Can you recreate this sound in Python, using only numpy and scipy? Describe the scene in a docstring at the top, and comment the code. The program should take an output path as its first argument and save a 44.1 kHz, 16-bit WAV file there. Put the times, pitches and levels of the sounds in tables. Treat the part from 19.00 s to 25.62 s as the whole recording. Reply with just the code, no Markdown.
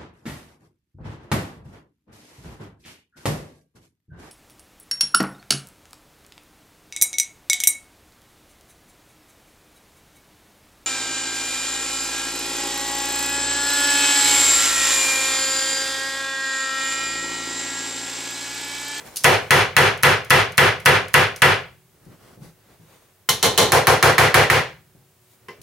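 """Two quick runs of hammer blows on a small chipboard bench, then one light knock, in a workroom.
Each blow adds a dry knock, the bench ringing in the room, a bass boom and the click and song of steel.
The steel tool also clinks and ticks on its own: short cracks of noise with a few dying tones.
A hand and sleeve rub and bump the board (shaped noise) over a quiet room of noise and steady hum.
A limiter flattens the loud blows, so the room swells up behind them."""
import sys
import numpy as np
from scipy import signal
from scipy.fft import rfft, irfft, next_fast_len
from scipy.io import wavfile
from scipy.ndimage import map_coordinates

SR = 44100
rng = np.random.default_rng(int(sys.argv[2]) if len(sys.argv) > 2 else 0)


def generate_wav(signal):
    """Clip the signal to [-1, 1] and save it as 16-bit WAV at the path in sys.argv[1]."""
    frames = np.transpose(np.atleast_2d(signal))
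    scaled = np.clip(frames, -1, 1) * 32767
    pcm = np.round(scaled).astype(np.int16)
    wavfile.write(sys.argv[1], SR, pcm)


N = 291942
LENGTH = SR * 3 // 4  # samples in one short sound
AGE = np.arange(LENGTH) / SR  # seconds since that sound began

# blows on the board: (time [s], force [dB], dry knock before its common level [dB], centre of the knock [Hz])
BLOWS = [(.001, -50, -33, 700), (0.243, .5, -3, 804), (0.5071, 2, 6, 1000), (0.7659, 3, 2, 1100),
         (1.033, 0, 2.5, 1200), (1.305, 1.5, 6, 962), (1.5791, 1.5, 0, 1198), (1.8586, 1.5, -1.5, 1222),
         (2.1409, -0.85, 1, 1207), (2.4195, 1, -1.5, 1190), (4.2892, -19.5, 12.5, 3390),
         (4.4275, -11, -8, 726), (4.5768, -7.5, -15.5, 825), (4.7201, -6.5, 4, 866), (4.87, -5, 6, 1057),
         (5.0265, -2.5, 7, 1263), (5.181, -1.2, 10, 1815), (5.3427, -0.8, 7, 2097),
         (5.4998, -3, 13.5, 2090), (6.484, -37, 5.5, 2100)]
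# ringing tones of the bench, with their relative level for a blow at each spot:
# (frequency [Hz], end [dB], middle [dB], in between [dB], near edge [dB])
BOARD = [(75.6, -10.5, -18, -13.5, -18), (108.6, -4, -11.5, 1, -10.5), (140.5, 1, -4, 1, -1),
         (172, -19.5, -11.5, -2.5, -1.5), (221, -15.5, -18.5, -23, -2.5), (366.8, -7.5, -11.5, -3, 6),
         (408.3, 2.5, -4.5, -1, 8), (426, -17.5, -9.5, 4, -6), (466.3, -1.5, 7.5, 1, 8.5),
         (510, 9.5, 3.5, 7, 3), (671.6, 3.5, -17.5, -11, -8), (725, -14.5, -10.5, -6, -13),
         (759.5, -7, -5.5, 3.5, -27), (810, -10, -4, -3, -7.5), (855, -4.5, -2, -3, -6),
         (960, -2.5, -13.5, -13.5, -2.5), (1048, 3, 3, 0, 3), (1282, 0, -20.5, -2, -27),
         (1547, -17.5, -25.5, -4.5, -14.5), (1593, -2, -23.5, 1.5, -10), (1640, -32, -21.5, -9, -15),
         (1720, 4.5, -23, -9.5, -23), (1954, 4, -19.5, -6, -2), (2038, -1, -13, -4.5, 2),
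         (2088, -3.5, -2, -13.5, -7), (3040, -13, 2, -23, -7), (4140, -6, -4, -15.5, -22),
         (4220, -18.5, -7.5, -14, -28)]
# how long the room sound takes to die by 60 dB: (frequency [Hz], decay time [s])
ROOM = [(60, 0.52), (150, 0.23), (420, 0.33), (1100, 0.3), (2500, 0.33), (5000, 0.31), (9000, 0.24),
        (15000, 0.19)]


def amp(db):
    """Turn decibels into a gain."""
    return 10 ** (np.asarray(db) / 20)


def unit(x):
    """Scale a sound to an rms level of 1."""
    return x / np.sqrt(np.mean(x ** 2) + 1e-20)


def along(points, hz):
    """Read a (frequency, value) curve, with frequency on a log axis as we hear it."""
    f, v = np.transpose(points)
    return np.interp(np.log(hz + 1), np.log(f + 1), v)


def fade(t60, t=AGE):
    """Exponential decay that has lost 60 dB after t60 seconds."""
    return np.exp(-np.log(1000) * t / t60)


def add(track, s, sound):
    """Mix a stereo sound into the track, starting at s seconds."""
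    start = max(round(s * SR), 0)
    part = track[:, start:][:, :sound.shape[-1]]
    part += sound[..., :part.shape[1]]


def band(x, low_hz, high_hz):
    """The part of a sound between two frequencies, without delaying it."""
    sos = signal.butter(2, [low_hz, high_hz], "band", fs=SR, output="sos")
    return signal.sosfiltfilt(sos, x, padtype=None)


def noise(spectrum, size):
    """Coloured stereo noise of rms 1; the two channels are less alike where the room mixes them more."""
    # likeness of the two channels: (frequency [Hz], coherence [0 to 1])
    likeness = [(100, 0.93), (300, 0.79), (600, 0.6), (2000, .63), (5000, 0.35), (12000, 0.62)]
    hz = np.fft.rfftfreq(size, 1 / SR)
    turn = np.arccos(np.clip(along(likeness, hz), 0, 1)) / 2
    shares = [np.cos(turn), np.sin(turn)]  # shared middle, opposed sides
    white = rfft(rng.standard_normal((2, size)))
    mid, side = irfft(white * amp(along(spectrum, hz)) * shares, size)
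    return unit(np.array([mid + side, mid - side]))


def ripple(spectrum, depth_db, spacing_hz):
    """Tones bunch together: random peaks and valleys on a smooth curve, at full depth above 2 kHz."""
    hz = np.linspace(0, SR / 2, 4096)
    peaks = map_coordinates(rng.standard_normal(2048), [hz / spacing_hz], mode="mirror")
    depth = depth_db * np.minimum(hz / 2000, 1)
    return np.column_stack([hz, along(spectrum, hz) + depth * peaks])


def swell(hz, t):
    """Echoes take time to gather, so each pitch builds up at its own speed."""
    # time constant of the build-up: (frequency [Hz], time [s])
    build_up = [(110, 0.01), (250, 0.007), (480, 0.031), (900, 0.0043), (1500, 0.0024), (3000, .001)]
    return 1 - np.exp(-(t + 0.0012) / along(build_up, hz)[:, None])


def reverberant(spectrum):
    """Noise for a crowd of weak tones, each pitch swelling and dying at the room's speed."""
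    hz, t, z = signal.stft(noise(spectrum, LENGTH), SR, nperseg=512)
    shaped = z * swell(hz, t) * fade(along(ROOM, hz)[:, None], t)
    return signal.istft(shaped, SR, nperseg=512)[1][:, :LENGTH]


def ring(hz, db, t60, spread):
    """Dying tones (damped modes); the higher ones differ more in phase between the channels."""
    phase = rng.uniform(0, 2 * np.pi, (len(hz), 1))
    skew = spread * rng.standard_normal((len(hz), 1)) * np.minimum(hz / 700, 1)[:, None]
    decay = amp(db)[:, None] * fade(t60[:, None]) * swell(hz, AGE)
    turning = 2 * np.pi * hz[:, None] * AGE + phase
    return np.array([(decay * np.sin(turning + side * skew)).sum(0) for side in (-1, 1)])


def room_tone(air_db=-59):
    """The quiet room: low rumble and hiss from shaped noise, and a faint hum of steady tones."""
    # colour of the air noise: (frequency [Hz], relative level [dB per Hz])
    air_colour = [(25, -21), (60, -17), (110, -3.5), (190, -15.5), (300, -21.5), (380, -14.5), (480, -19),
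                  (1000, -21.5), (2000, -24.5), (4750, -28), (9500, -27), (15000, -27)]
    # steady electrical tones: (frequency [Hz], level [dB])
    hum_tones = [(113, -75.5), (371.4, -72), (15735, -79)]
    t = np.arange(N) / SR
    hum = sum(np.sqrt(2) * amp(db) * np.sin(2 * np.pi * hz * t) for hz, db in hum_tones)
    return amp(air_db) * noise(air_colour, N) + hum


def handling(bump_db=5, sleeve_db=-1, ripple_db=2):
    """Hand and sleeve: rubs swell and fade in uneven scuffs; bumps are low thuds, heel then fingers."""
    # rubs: (middle [s], width of the swell [s], level before sleeve_db [dB], tilt [dB per octave])
    rubs = [(.06, 0.84, -44.5, 0.5), (3.087, .16, -50, -2), (3.271, 0.14, -47.5, -1),
            (3.46, 0.073, -49.5, 0.5), (3.68, 0.22, -56.5, -1), (3.945, .24, -56, 0),
            (6.307, 0.097, -58.5, 4.5), (6.497, 0.23, -59, -2)]
    # colour of the cloth before its tilt: (frequency [Hz], relative level [dB per Hz])
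    cloth_colour = [(100, 0.5), (500, 0), (1500, -6.5), (3000, -12), (10000, -16.5), (16000, -22)]
    # the hand comes down on the bench: (time [s], level before bump_db [dB])
    bumps = [(3.063, -44), (3.374, -43), (3.418, -46.5), (3.795, -53), (5.944, -52), (6.584, -49.5)]
    # colour of a bump: (frequency [Hz], relative level [dB per Hz])
    bump_colour = [(24, -51), (40, 3), (70, -49), (102, -6), (165, 4), (212, -14), (366, -14), (900, -30),
                   (1170, -52), (1980, -120)]
    fingers_lag_s, fingers_db = .035, -7  # the fingers follow the heel of the hand
    scuff_db = 2.5  # unevenness of a rub
    t = np.arange(N) / SR
    scuffs = map_coordinates(rng.standard_normal(400), [t * 28], mode="mirror")
    out = np.zeros((2, N))
    for s, length, db, tilt in rubs:
        tilted = [(hz, level + tilt * np.log2(hz)) for hz, level in cloth_colour]
        cloth = ripple(tilted, ripple_db, spacing_hz=285)
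        stroke = np.exp(-2 * ((t - s) / length) ** 2)
        rustle = noise(cloth, next_fast_len(N))[:, :N]
        out += amp(db + sleeve_db + scuff_db * scuffs) * stroke * rustle
    for s, db in bumps:
        for lag, touch_db in [(0, 0), (fingers_lag_s, fingers_db)]:
            thud = noise(bump_colour, LENGTH) * fade(0.31) * (1 - np.exp(-AGE / 0.0023))
            add(out, s + lag, amp(db + touch_db + bump_db) * thud)
    return out


def steel(ring_db, crack_t60, room_db):
    """One contact of the tool: a short crack of noise, the steel's own ring and a little room."""
    # tones of the tool: (frequency [Hz], level before a random change [dB], decay time [s])
    steel_tones = [(2860, -13, .08), (3750, -11, .08), (4110, -8, .1), (4400, -5, .09), (4900, -6, .1),
                   (5050, -5, .04), (5500, -8, .09), (5620, -6, .08), (6340, -7, .09), (8300, -10, .09),
                   (9140, -10, .1), (9900, -6, .1), (10830, -5, .08), (13176, -11, .08), (14800, -15, .08)]
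    # crack of steel meeting wood: (frequency [Hz], relative level [dB per Hz])
    crack_colour = [(300, -29), (2000, -11.5), (4000, -2.5), (6000, 3.5), (8000, -3), (10500, 3),
                    (13000, -4), (16000, -10.5)]
    hz, db, t60 = np.transpose(steel_tones)
    modes = ring(hz, db + rng.normal(0, 2, len(hz)), t60, spread=0.1)
    crack = noise(crack_colour, LENGTH) * fade(crack_t60)
    direct = 0.42 * crack.mean(0) + 0.2 * crack  # mostly central
    return direct + amp(ring_db) * modes + amp(room_db) * reverberant(crack_colour)


def spot(spectrum, mode_db, crowd_db, ring_db, dry_ring_db, ripple_db):
    """The bench struck at one spot: its long ring in the room, its short dry knock, and its colour."""
    # dry knock under the tool: (frequency [Hz], relative level [dB per Hz])
    knock_colour = [(100, -25), (400, -13), (800, -22), (1200, -1), (2000, 2), (3000, -19), (5000, -19.5),
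                    (15000, -54)]
    hz = np.transpose(BOARD)[0]
    colour = ripple(spectrum, ripple_db, spacing_hz=71.3)
    modes = ring(hz, mode_db, 0.86 * along(ROOM, hz), spread=0.1)
    dry_modes = ring(hz, mode_db, np.full(len(hz), .12), spread=0.17)
    dry_noise = noise(ripple(knock_colour, ripple_db, spacing_hz=119), LENGTH) * fade(0.027)
    knock = dry_noise + amp(dry_ring_db) * dry_modes
    answer = amp(crowd_db) * reverberant(colour) + amp(ring_db) * modes
    return answer, knock, colour


def hammering(fresh_db=-3, click_db=0, dry_db=-4, bass_db=3, boom_db=-34, click_rise_s=0.00015):
    """Blows set the board ringing; the first on a spot click and sing most, dry ones sound less hollow."""
    # when the tool moves to the board's end, its middle, a spot between them, and its near edge: [s]
    moves = [0, 4, 4.65, 6]
    # crowds of weaker tones at those four spots, each: (frequency [Hz], relative level [dB per Hz])
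    at_end = [(24, -59.5), (40, -31.5), (103, -1.5), (247, -4), (325, -6.5), (377, 4), (484, 0.5),
              (522, 2.5), (577, -1), (670, 0.5), (1190, -3), (2060, -2.5), (7520, -27), (10900, -22.5),
              (15500, -32.5)]
    at_middle = [(24, -69.5), (40, -34.5), (106, -5), (280, -13.5), (461, -2.5), (548, -11), (859, -13),
                 (2640, -21), (2990, -17), (4030, -14), (5170, -29), (5720, -19), (7710, -25),
                 (12100, -28.5), (15500, -33.5)]
    between = [(24, -57.5), (40, -24.5), (103, -0.5), (150, 3.5), (235, -4.5), (317, -2.5), (359, 2),
               (522, 2.5), (562, 1.5), (740, 1.5), (1380, -1), (1960, -2.5), (7710, -21.5), (10900, -21.5),
               (15500, -26)]
    at_edge = [(50, -23), (130, 1), (250, -4), (450, 8.5), (800, -4.5), (2100, -7), (3100, -8),
               (4000, -16.5), (5500, -11), (9000, -39), (15000, -42)]
    # tone at those spots, before the shared settings and changes from blow to blow:
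    # (thump [dB], hollow body [dB], click [dB], singing [dB])
    tones = [(-2.5, -4, -0.5, -20), (-3.5, -5, 3.5, -10), (-2.5, -0.5, 0.5, -16.5), (-4, -2, -13, -37)]
    # the tool sings on after a blow: (frequency [Hz], relative level [dB], decay time [s])
    song = [(3079, -6, .28), (4113, 0, .36), (4290, -2, .36), (6320, -11, .35)]
    # bass boom that lingers under each blow: (frequency [Hz], relative level [dB per Hz])
    boom_colour = [(40, -28.5), (80, -11.5), (110, -2), (155, 2), (230, -19.5), (450, -26.5), (900, -48),
                   (2000, -90.5)]
    # the first blow on a spot is hollower and clicks more; this wears off over a few blows
    first_body_db, first_click_db, settle_blows = 3.5, 10, 5.4
    body_per_knock = .22  # dB of hollow body lost for each dB of dry knock
    centre_db, centre_octaves = 2, 0.45  # lift and half width of the band around the knock's centre

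    _, end_db, middle_db, between_db, edge_db = np.transpose(BOARD)
    spots = [spot(at_end, end_db, crowd_db=3.0, ring_db=-14.5, dry_ring_db=-13.5, ripple_db=2.0),
             spot(at_middle, middle_db, crowd_db=3, ring_db=-9.5, dry_ring_db=-6.5, ripple_db=1.0),
             spot(between, between_db, crowd_db=1, ring_db=-11.0, dry_ring_db=-23, ripple_db=1.0),
             spot(at_edge, edge_db, crowd_db=-9.5, ring_db=-19, dry_ring_db=-2.5, ripple_db=2.5)]
    places = np.searchsorted(moves[1:], np.transpose(BLOWS)[0])
    out = np.zeros((2, N))
    for k, (s, force_db, knock_db, centre_hz) in enumerate(BLOWS):
        answer, knock, colour = spots[places[k]]
        thump_db, body_db, bright_db, singing_db = tones[places[k]]
        blows_before = np.sum(places[:k] == places[k])
        early = np.exp(-blows_before / settle_blows)
        # a small shift of the contact point brings fresh sound above the lowest tones
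        fresh = band(reverberant(colour), 300, 14000)
        wood = answer + amp(fresh_db) * fresh + amp(dry_db + knock_db) * knock
        width = 2 ** centre_octaves
        wood = wood + (amp(centre_db) - 1) * band(wood, centre_hz / width, centre_hz * width)
        singing = amp(singing_db) * early * ring(*np.transpose(song), spread=.4)
        # a gain minus 1, added to the wood, lifts or lowers just that band
        thump = (amp(thump_db + bass_db) - 1) * band(wood, 30, 220)
        hollow_db = body_db + first_body_db * early - body_per_knock * knock_db
        body = (amp(hollow_db) - 1) * band(wood, 210, 940)
        boom = amp(boom_db) * noise(boom_colour, LENGTH) * fade(0.88)
        click = steel(ring_db=-22.5, crack_t60=0.014, room_db=-16.5)
        click = amp(click_db + bright_db + first_click_db * early) * click
        blow = wood + thump + body + boom + singing
        add(out, s, amp(force_db) * blow * (1 - np.exp(-AGE / 0.00042)))
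        add(out, s + .0006, amp(force_db) * click * (1 - np.exp(-AGE / click_rise_s)))
    return out


def clinks(level_db=1, tick_ring_db=-27):
    """Loose steel clinks, and dull ticks on wide swings: at the turn and just before the blow."""
    # single clinks and bounces of the tool: (time [s], level before level_db [dB])
    clink_times = [(.1595, -17.5), (.1685, -13.5), (.2365, -16.5), (3.0516, -49), (4.292, -4),
                   (6.615, -35.5)]
    # the arm swings high between these two times: [s]
    wide_swings = (.9, 2.6)
    rattle_lead_s, rattle_db = .058, -31  # the tool rattles at the turn of a wide swing
    graze_lead_s, graze_db = .0057, -24  # and grazes the board just before it lands
    tick_scatter_db = 2  # random spread of the ticks' strength
    swings = [s for s, *_ in BLOWS if wide_swings[0] < s < wide_swings[1]]
    rattles = [(s - rattle_lead_s, rattle_db) for s in swings]
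    grazes = [(s - graze_lead_s, graze_db) for s in swings[:-1]]
    out = np.zeros((2, N))
    for s, db in clink_times:
        clink = steel(ring_db=-17, crack_t60=.028, room_db=-17)
        add(out, s, amp(db + level_db) * clink * (1 - np.exp(-AGE / 0.0005)))
    for s, db in rattles + grazes:
        strength = amp(db + tick_scatter_db * rng.standard_normal())
        add(out, s, strength * steel(tick_ring_db, crack_t60=0.027, room_db=-18))
    return out


def scene():
    """Everything heard at the bench, a hair louder on the left, over the quiet room."""
    balance = amp([[.1], [-.1]])
    return (hammering() + clinks() + handling()) * balance + room_tone()


def limiter(x, ceiling_db, release_db_per_s, attack):
    """The gain drops quickly (attack in s) at a loud peak and climbs back at a steady rate."""
    excess = np.maximum(20 * np.log10(np.abs(x).max(0) + 1e-9) - ceiling_db, 0)
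    climb = release_db_per_s * np.arange(N) / SR
    cut = np.maximum.accumulate(excess + climb) - climb
    keep = np.exp(-1 / (attack * SR))
    smooth_cut = signal.lfilter([1 - keep], [1, -keep], cut)
    return x * amp(-smooth_cut)


def record(dry):
    """Thin out deep bass, limit, round off what overshoots and remove the highest treble."""
    top_hz = 15900
    lean = signal.sosfilt(signal.butter(2, 55, "high", fs=SR, output="sos"), dry)
    held = limiter(lean, ceiling_db=-1, release_db_per_s=165, attack=0.00008)
    rounded = held / (1 + np.abs(held / .95) ** 6) ** (1 / 6)
    return irfft(rfft(rounded) * (np.fft.rfftfreq(N, 1 / SR) < top_hz), N)


dry = scene()
out = record(dry)
generate_wav(out)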